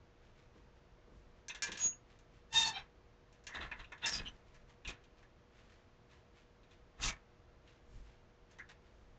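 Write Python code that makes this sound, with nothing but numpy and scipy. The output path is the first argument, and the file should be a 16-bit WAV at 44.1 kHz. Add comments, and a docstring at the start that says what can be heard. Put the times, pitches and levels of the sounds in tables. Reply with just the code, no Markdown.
"""Soft cloth rustles first, over faint room air and a mains hum: dresses on hangers are sorted in a closet.
Then hangers knock together, each blow ringing the body, arms and wire hook, and cushioned bumps thud.
Hooks scrape along the rail in streams of tiny slips, and creak and squeal as they stick and slip.
The rail rumbles faintly under the moving load; all is heard from the bedroom of a quiet house."""
import sys
import numpy as np
from scipy import signal
from scipy.fft import rfft, irfft, next_fast_len
from scipy.io import wavfile
from scipy.ndimage import uniform_filter1d

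SR = 44100
rng = np.random.default_rng(int(sys.argv[2]) if len(sys.argv) > 2 else 0)


def transcribe(signal):
    """Save signal, clipped to [-1, 1], as a 16-bit WAV file at the path in sys.argv[1]."""
    frames = np.atleast_2d(signal).T
    limited = np.clip(frames, -1, 1)
    pcm = np.round(limited * 32767).astype(np.int16)
    wavfile.write(sys.argv[1], SR, pcm)


N = 404882
TIME = np.arange(N) / SR

# Levels in the tables are relative: each source's own gain is added to them.
# hangers knocking: (time [s], body level [dB], arms level [dB], wire hook level [dB])
KNOCKS = [(1.483, -62, -65, -48), (1.497, -47, -47, -73), (1.548, -51.5, -51, -56),
          (1.622, -48.5, -46.5, -38), (1.632, -45, -45, -39), (1.671, -46, -49, -54),
          (1.718, -49, -45.5, -48.5), (1.753, -51.5, -53, -66), (1.773, -68, -50, -51),
          (2.189, -83, -73.5, -72), (2.527, -52, -48.5, -51.5), (3.326, -85, -73, -73),
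          (3.439, -72, -78, -70.5), (3.468, -51, -49.5, -51), (3.492, -50, -73, -82),
          (3.563, -46, -66, -81), (3.607, -54, -52, -73), (3.66, -52, -62, -80), (3.714, -40.5, -52, -80),
          (3.792, -56, -59, -79), (3.843, -72, -59, -77), (3.92, -45, -59, -67.5), (3.978, -69, -64.5, -77),
          (4.06, -47, -50, -40.5), (4.544, -65, -76, -72), (4.849, -53, -50.5, -68), (4.875, -53, -48, -53),
          (5.038, -77, -68.5, -75.5), (5.227, -62, -74, -80), (6.112, -68, -70, -79),
          (6.632, -75.5, -71, -84), (6.71, -74.5, -66, -77), (7.675, -75, -66, -82), (8.512, -81, -78, -72),
          (8.586, -54, -65, -68), (8.69, -59, -61, -70)]
# how a hanger's body, arms and wire hook ring: (frequency [Hz], width [Hz], level [dB])
BODY_MODES = [(1000, 150, -6.5), (1460, 150, -7), (1714, 99, 0.5), (1898, 150, -1.5), (2103, 140, -3.5)]
ARM_MODES = [(2470, 110, -2.5), (2727, 170, -1.5), (3130, 390, -5), (3610, 280, -1.5), (4020, 300, -6.5)]
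HOOK_MODES = [(4400, 220, -3), (5170, 400, -4.5), (5332, 250, 0), (5740, 120, 0.5), (6110, 190, 1.5),
              (6680, 400, -0.5), (7250, 400, -6.5)]
# the rail, set ringing through the wire hook: (frequency [Hz], level [dB], time to fall 60 dB [s])
RAIL_MODES = [(1598, -13.5, .3), (1707, -11, 0.33), (2090, -14, .22), (2370, -10.5, .18)]
# hooks pushed along the rail:
# (start [s], length [s], body level [dB], arms level [dB], wire hook level [dB])
PUSHES = [(1.795, .07, -56, -57.5, -56), (2.548, .087, -48.5, -47.5, -42.5), (2.655, .04, -49, -51, -48),
          (2.757, .036, -52.5, -54, -81), (3.55, .015, -48, -56, -67), (3.612, .033, -49, -58, -80),
          (3.8, .01, -55, -60, -77), (4.033, .027, -48, -51, -75), (4.066, .035, -49.5, -54, -47),
          (4.125, .05, -51, -53, -54), (4.195, .01, -52, -53, -76), (4.258, .025, -58, -60, -79),
          (4.886, .018, -53, -55, -60), (6.999, .006, -56, -68, -80), (7.028, .066, -45, -47.5, -45)]
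# how long body, arms and wire hook take to fall 60 dB once the hook stops: one time [s] each
PUSH_RELEASE_S = [.24, .11, .09]
# dry friction under the ringing: (frequency [Hz], level per Hz [dB])
FRICTION_COLOUR = [(100, -1), (300, -2.5), (550, -4.5), (800, 0.5), (1300, 0.5), (2400, -5), (3600, -13),
                   (8000, -39)]
# hook creaking with overtones, and squealing on a single mode:
# (time of the top [s], pitch [Hz], level [dB], rise to the top from 1/e [s], fall by 60 dB [s])
CREAKS = [(2.572, 903, -40, 0.03, 0.11), (2.622, 903, -43.5, 0.04, 0.25), (2.672, 883, -45.5, 0.019, 0.19),
          (2.772, 785, -51.5, 0.035, 0.12), (4.051, 917, -51, 0.014, .22)]
SQUEALS = [(1.504, 2595, -47, .008, .075), (1.858, 6677, -30.5, .04, .155), (1.932, 2750, -62, .008, .05),
           (2.578, 3668, -25.5, .02, .1), (2.625, 3658, -37, .015, .2), (2.65, 4400, -36.5, .005, .15),
           (2.772, 3820, -49.5, .032, .06), (3.556, 1830, -49.5, .034, .24), (3.558, 3720, -51, .009, .06),
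           (3.613, 3680, -50, .007, .045), (3.722, 2465, -48, .007, .07), (3.846, 2600, -57, .003, .035),
           (3.926, 2460, -54, .007, .06), (4.05, 3630, -38.5, .012, .05), (4.05, 2708, -37.5, .012, .075),
           (4.072, 1820, -45.5, .027, .17), (4.074, 5210, -37.5, .006, .11), (4.135, 5520, -44, .035, .12),
           (4.14, 4970, -41, .012, .12), (4.168, 4900, -42.5, .022, .09), (4.277, 3020, -46.5, .017, .075),
           (4.283, 5980, -60, .009, .055), (4.851, 2705, -50.5, .003, .09), (4.879, 2500, -44.5, .005, .12),
           (7.038, 3680, -40.5, .007, .045), (7.039, 2720, -42.5, .009, .075),
           (7.087, 2256, -44, .007, .14), (8.603, 1630, -54, .012, .15), (8.604, 2065, -53.5, .009, .065)]
# how strongly a hanger radiates the overtones of a creak: (frequency [Hz], level [dB])
CREAK_COLOUR = [(800, 2.5), (1300, -10), (1800, -2), (2400, -0.5), (2750, -3.5), (3150, -1), (3700, -3.5),
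                (4600, -19), (5450, -12), (6300, -19.5), (7300, -22.5)]
# dresses brushing past one another: (time of the top [s], level [dB], length [s])
BRUSHES = [(.26, -73, .4), (.39, -68, .3), (.57, -72, .35), (.78, -75, .2), (1.38, -71, .12),
           (2.11, -68, .25), (2.35, -70, .3), (3.35, -73, .25), (4.36, -70, .2), (4.49, -70, .25),
           (4.56, -68, .2), (4.705, -66, .18), (5.19, -70, .2), (5.59, -66, .4), (5.72, -67, .4),
           (6.135, -64, .25), (6.385, -65, .25), (6.73, -68, .2), (7.7, -67, .3), (7.96, -71, .35),
           (8.09, -68, .35), (8.53, -69, .25), (8.702, -56, .1), (8.87, -71, .3)]
# tone colour of the cloth: (frequency [Hz], level per Hz [dB])
CLOTH_COLOUR = [(200, -11.5), (700, -3.5), (1800, 3.5), (3000, 0.5), (4500, -5.5), (7000, -10),
                (9000, -13.5)]
# soft bumps of the clothes against the closet: (time [s], level [dB])
BUMPS = [(0.556, -53.5), (1.075, -53), (1.114, -55), (1.688, -43), (1.731, -48), (1.85, -45), (3.595, -46),
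         (4.117, -47), (4.2, -47), (4.885, -45)]
# the load swings and the rail rumbles: (time of the top [s], level [dB], length [s])
SWINGS = [(1.18, -55, .5), (1.7, -51, .12), (1.855, -45, .1), (2.555, -45, .11), (2.82, -56, .2),
          (3.62, -46, .3), (3.8, -50, .25), (4.22, -43.5, .4), (4.6, -61, .6), (4.885, -43.5, .16),
          (7.06, -37.5, .25), (7.96, -48, .45), (9.03, -57.5, .7)]
# tone colour of that rumble: (frequency [Hz], level per Hz [dB])
SWAY_COLOUR = [(12, -16.5), (23, 1.5), (34, -5), (49, 2), (68, -11), (130, -17), (280, -22.5), (600, -47)]
# tone colour of the room air: (frequency [Hz], level per Hz [dB])
AIR_COLOUR = [(12, -31.5), (20, -1.5), (61, 0.5), (116, -4), (285, -12.5), (367, -9), (428, -13),
              (474, -12), (539, -13.5), (628, -10.5), (770, -16), (944, -15.5), (1830, -21.5),
              (6570, -35.5), (8930, -56), (11600, -88), (19600, -120)]
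# steady tones of the mains hum: (frequency [Hz], rms level [dB])
HUM_TONES = [(120, -77), (240, -83), (360, -82.5), (480, -75.5)]


def knocks(body_db, arms_db, hook_db, thud_db, thud_hz, crack_db, crack_hz):
    """Each knock cracks and rings a hanger's body, arms and wire hook; the hook passes it on to the rail."""
    out = np.zeros(N + SR)
    for s, body, arms, hook in KNOCKS:
        echo = closet(low_t60=.28, high_t60=.12, split_hz=1800, direct_db=-8.5)
        contact = closet(low_t60=.17, high_t60=.1, split_hz=3000, direct_db=-2.5)
        thud = from_db(thud_db) * butter(contact, thud_hz, "low")
        crack = from_db(crack_db) * butter(contact, crack_hz, "high")
        body_ring = unit_blow(resonate(echo, uneven(BODY_MODES, spread_db=-1.0)) + thud)
        arms_ring = unit_blow(resonate(echo, uneven(ARM_MODES, spread_db=2.0)))
        hook_ring = unit_blow(resonate(echo, uneven(HOOK_MODES, spread_db=1.5)) + crack)
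        blow = from_db(body + body_db) * body_ring
        blow += from_db(arms + arms_db) * arms_ring
        blow += from_db(hook + hook_db) * (hook_ring + rail_ring())
        at = round(s * SR)
        out[at:at + len(blow)] += blow
    return out[:N]


def rail_ring():
    """The rail rings in a few dying tones."""
    t, ring = TIME[:SR // 2], 0
    for hz, db, t60 in RAIL_MODES:
        tone = np.sin(2 * np.pi * (hz * t + rng.random()))
        ring = ring + np.sqrt(2) * from_db(db - 60 * t / t60) * tone
    return ring


def uneven(modes, spread_db):
    """Where a blow lands decides how strongly each mode answers; here that is left to chance."""
    return [(hz, width, db + spread_db * rng.standard_normal()) for hz, width, db in modes]


def scrapes(ring_db, friction_db, arms_db, hook_db, hiss_db, hiss_hz):
    """A sliding hook rings body, arms and wire, and rubs dryly on the rail."""
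    drive, rub = grit(), grit()
    body = from_db(ring_db) * rms_one(resonate(drive, BODY_MODES))
    body += from_db(friction_db) * coloured(rub, FRICTION_COLOUR)
    arms = from_db(arms_db) * rms_one(resonate(drive, ARM_MODES))
    wire = from_db(hook_db) * rms_one(resonate(grit(), HOOK_MODES))
    wire += from_db(hiss_db) * rms_one(butter(rub, hiss_hz, "high"))
    return body * pressure(part=0) + arms * pressure(part=1) + wire * pressure(part=2)


def grit():
    """A stream of slips, blurred by the closet; the hand keeps an even pressure."""
    echo = closet(low_t60=.25, high_t60=.13, split_hz=3000, direct_db=2.5)
    stream = signal.fftconvolve(slips(per_s=650, spread_db=4.0), echo)[:N]
    mean_power = uniform_filter1d(stream ** 2, SR // 25)  # over 40 ms
    return stream / np.sqrt(mean_power + 1e-9)


def pressure(part):
    """Gain of body (0), arms (1) or wire (2): a push bites, bears down most in its middle and rings out."""
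    attack_s, arch_db = .065, 1.5  # time to climb 60 dB; extra pressure in mid-push
    t, power = TIME[::40], 0
    for s, length, *parts_db in PUSHES:
        arch = arch_db * np.sin(np.pi * np.clip((t - s) / length, 0, 1))
        before = np.maximum(s - t, 0) / attack_s
        after = np.maximum(t - s - length, 0) / PUSH_RELEASE_S[part]
        gain = from_db(parts_db[part] + arch) * np.exp(-np.log(1000) * (before + after))
        power = power + gain ** 2
    return np.interp(TIME, t, np.sqrt(power))


def creaks():
    """Sticking and slipping makes a row of overtones, coloured by the hanger's resonances."""
    colour_hz, colour_db = np.transpose(CREAK_COLOUR)
    out = 0
    for s, hz, db, rise, fade in CREAKS:
        overtones = np.interp(hz * np.arange(1, 9), colour_hz, colour_db)
        out = out + stick_slip(s, hz, db, rise, fade, rough=.6, overtones_db=overtones,
                               wander_hz=4.7, flutter_rate=230)
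    return out


def squeals():
    """Friction tones on one mode each: a loud one locks on to its mode, weaker ones are rougher."""
    out = 0
    for s, hz, db, rise, fade in SQUEALS:
        rough = np.clip(.04 * (-26 - db), .1, .95)  # rougher with each dB below -26
        out = out + stick_slip(s, hz, db, rise, fade, rough, overtones_db=[0],
                               wander_hz=11.0, flutter_rate=600)
    return out


def stick_slip(s, hz, db, rise, fade, rough, overtones_db, wander_hz, flutter_rate):
    """A friction tone swells, then dies ever faster; a rougher grip flutters deeper and quicker."""
    out, start = np.zeros(N), round((s - .15) * SR)
    t = TIME[start:start + SR // 2] - s
    size = len(t)
    push = swell(t, rise, fade)
    phase = 2 * np.pi * np.cumsum(hz + wander_hz * drift(70, size)) / SR
    rough = np.clip(rough, 0, 1)
    for k, overtone_db in enumerate(overtones_db, 1):
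        # a complex flutter shakes both loudness and phase
        flutter = drift(flutter_rate * rough, size) + 1j * drift(flutter_rate * rough, size)
        grip = np.sqrt(1 - rough ** 2) + rough * flutter
        tone = np.real(grip * np.exp(1j * (k * phase + 2 * np.pi * rng.random())))
        out[start:start + size] += np.sqrt(2) * from_db(db + overtone_db) * push * tone
    return out


def brushing_cloth(gain_db):
    """Cloth brushes past cloth in fine grains, and stirs faintly between the brushes."""
    grains = coloured(slips(per_s=5800, spread_db=5.0), CLOTH_COLOUR)
    return from_db(gain_db) * grains * swells(BRUSHES, rise_share=.13, rest_db=-84)


def bumps(gain_db, low_hz, top_hz):
    """Cloth cushions these blows, so only a dull thud is left."""
    hits = np.zeros(N)
    for s, db in BUMPS:
        hits[round(s * SR)] = from_db(db + gain_db)
    echo = closet(low_t60=.2, high_t60=.1, split_hz=610, direct_db=-12)
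    thud = butter(butter(echo, top_hz, "low"), low_hz, "high")
    return signal.fftconvolve(hits, unit_blow(thud))[:N]


def rumbling_rail(gain_db):
    """The swaying load makes the rail rumble: low noise that swells with each swing."""
    rumble = coloured(rng.standard_normal(N), SWAY_COLOUR)
    return from_db(gain_db) * rumble * swells(SWINGS, rise_share=.18, rest_db=-66)


def room_air(rms_db):
    """Steady room air: noise that is weak in the treble."""
    return from_db(rms_db) * coloured(rng.standard_normal(N), AIR_COLOUR)


def mains_hum(gain_db):
    """A faint mains hum: a few steady tones."""
    hum = 0
    for hz, db in HUM_TONES:
        tone = np.sin(2 * np.pi * (hz * TIME + rng.random()))
        hum = hum + np.sqrt(2) * from_db(db + gain_db) * tone
    return hum


def closet(low_t60, high_t60, split_hz, direct_db):
    """Echo of closet and bedroom: a direct click, then reflections that thicken, their treble dying first."""
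    t = TIME[:SR // 2]
    low, high = rng.standard_normal((2, len(t)))
    echo = butter(low, split_hz, "low") * from_db(-60 * t / low_t60)
    echo += butter(high, split_hz, "high") * from_db(-60 * t / high_t60)
    echo *= 1 - np.exp(-t / .00068)
    echo /= np.sqrt(np.sum(echo ** 2))
    echo[0] += from_db(direct_db)
    return echo


def slips(per_s, spread_db):
    """Tiny slips at random moments, a few much stronger than the rest."""
    strength = from_db(spread_db * np.minimum(rng.exponential(1, N), 4))
    sizes = strength * rng.choice([-1, 1], N)
    return sizes * (rng.random(N) < per_s / SR)


def resonate(x, modes):
    """Ring several resonances side by side, with alternating signs."""
    out = 0
    for k, (hz, width, db) in enumerate(modes):
        r = np.exp(-np.pi * width / SR)
        poles = [1, -2 * r * np.cos(2 * np.pi * hz / SR), r * r]
        ring = signal.lfilter([1, 0, -1], poles, x + 1e-18)
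        out = out + (-1) ** k * from_db(db) * (1 - r * r) / 2 * ring
    return out


def swell(t, rise, fade):
    """Gain that climbs to its top at t = 0, then dies ever faster."""
    return np.where(t < 0, np.exp(-(t / rise) ** 2), from_db(-60 * (np.abs(t) / fade) ** 1.3))


def swells(events, rise_share, rest_db):
    """Gain of soft movements that rise for a share of their length and fade, over a resting level."""
    t = TIME[::40]
    power = from_db(rest_db) ** 2
    for s, db, length in events:
        power = power + (from_db(db) * swell(t - s, rise_share * length, length)) ** 2
    return np.interp(TIME, t, np.sqrt(power))


def drift(rate, size):
    """Smooth chance: lines between random points, `rate` of them a second."""
    at = np.arange(size) / SR * rate
    return np.interp(at, np.arange(8000), rng.standard_normal(8000))


def coloured(x, spectrum):
    """Give a steady signal a tone colour; rms 1."""
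    hz, db = np.transpose(spectrum)
    size = next_fast_len(N)
    grid = np.maximum(np.arange(size // 2 + 1) * SR / size, 1)
    gain = from_db(np.interp(np.log(grid), np.log(hz), db))
    return rms_one(irfft(rfft(x, size) * gain, size)[:N])


def butter(x, hz, kind, order=2):
    """Keep what lies below ("low") or above ("high") a frequency."""
    return signal.sosfilt(signal.butter(order, min(hz, .45 * SR), kind, fs=SR, output="sos"), x)


def unit_blow(x):
    """Scale a ring to rms 1 over its first 25 ms."""
    return x / np.sqrt(np.mean(x[:SR // 40] ** 2))


def rms_one(x):
    """Scale to rms 1."""
    return x / np.sqrt(np.mean(x ** 2) + 1e-20)


def from_db(db):
    """Decibels to gain."""
    return 10 ** (np.asarray(db) / 20)


def scene():
    """All sources, one channel."""
    hangers = knocks(body_db=-6.0, arms_db=-4.5, hook_db=2.0,
                     thud_db=-15, thud_hz=900, crack_db=-7, crack_hz=4510)
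    sliding = scrapes(ring_db=-6.0, friction_db=-2.0, arms_db=1.5,
                      hook_db=-0.5, hiss_db=7.5, hiss_hz=3813)
    squeaks = creaks() + squeals()
    clothes = brushing_cloth(gain_db=-2.5) + bumps(gain_db=-10.5, low_hz=110, top_hz=407)
    background = rumbling_rail(gain_db=-4.0) + room_air(rms_db=-65.5) + mains_hum(gain_db=-1.5)
    return (hangers + sliding + squeaks + clothes + background)[None]


def record(dry):
    """A small microphone whose treble rolls off steeply."""
    dull = butter(dry, 7396, "low", order=14)
    cutoff = signal.ellip(10, .1, 80, 9000, fs=SR, output="sos")  # ripple dB, rejection dB, Hz
    return signal.sosfilt(cutoff, dull)


dry = scene()
out = record(dry)
transcribe(out)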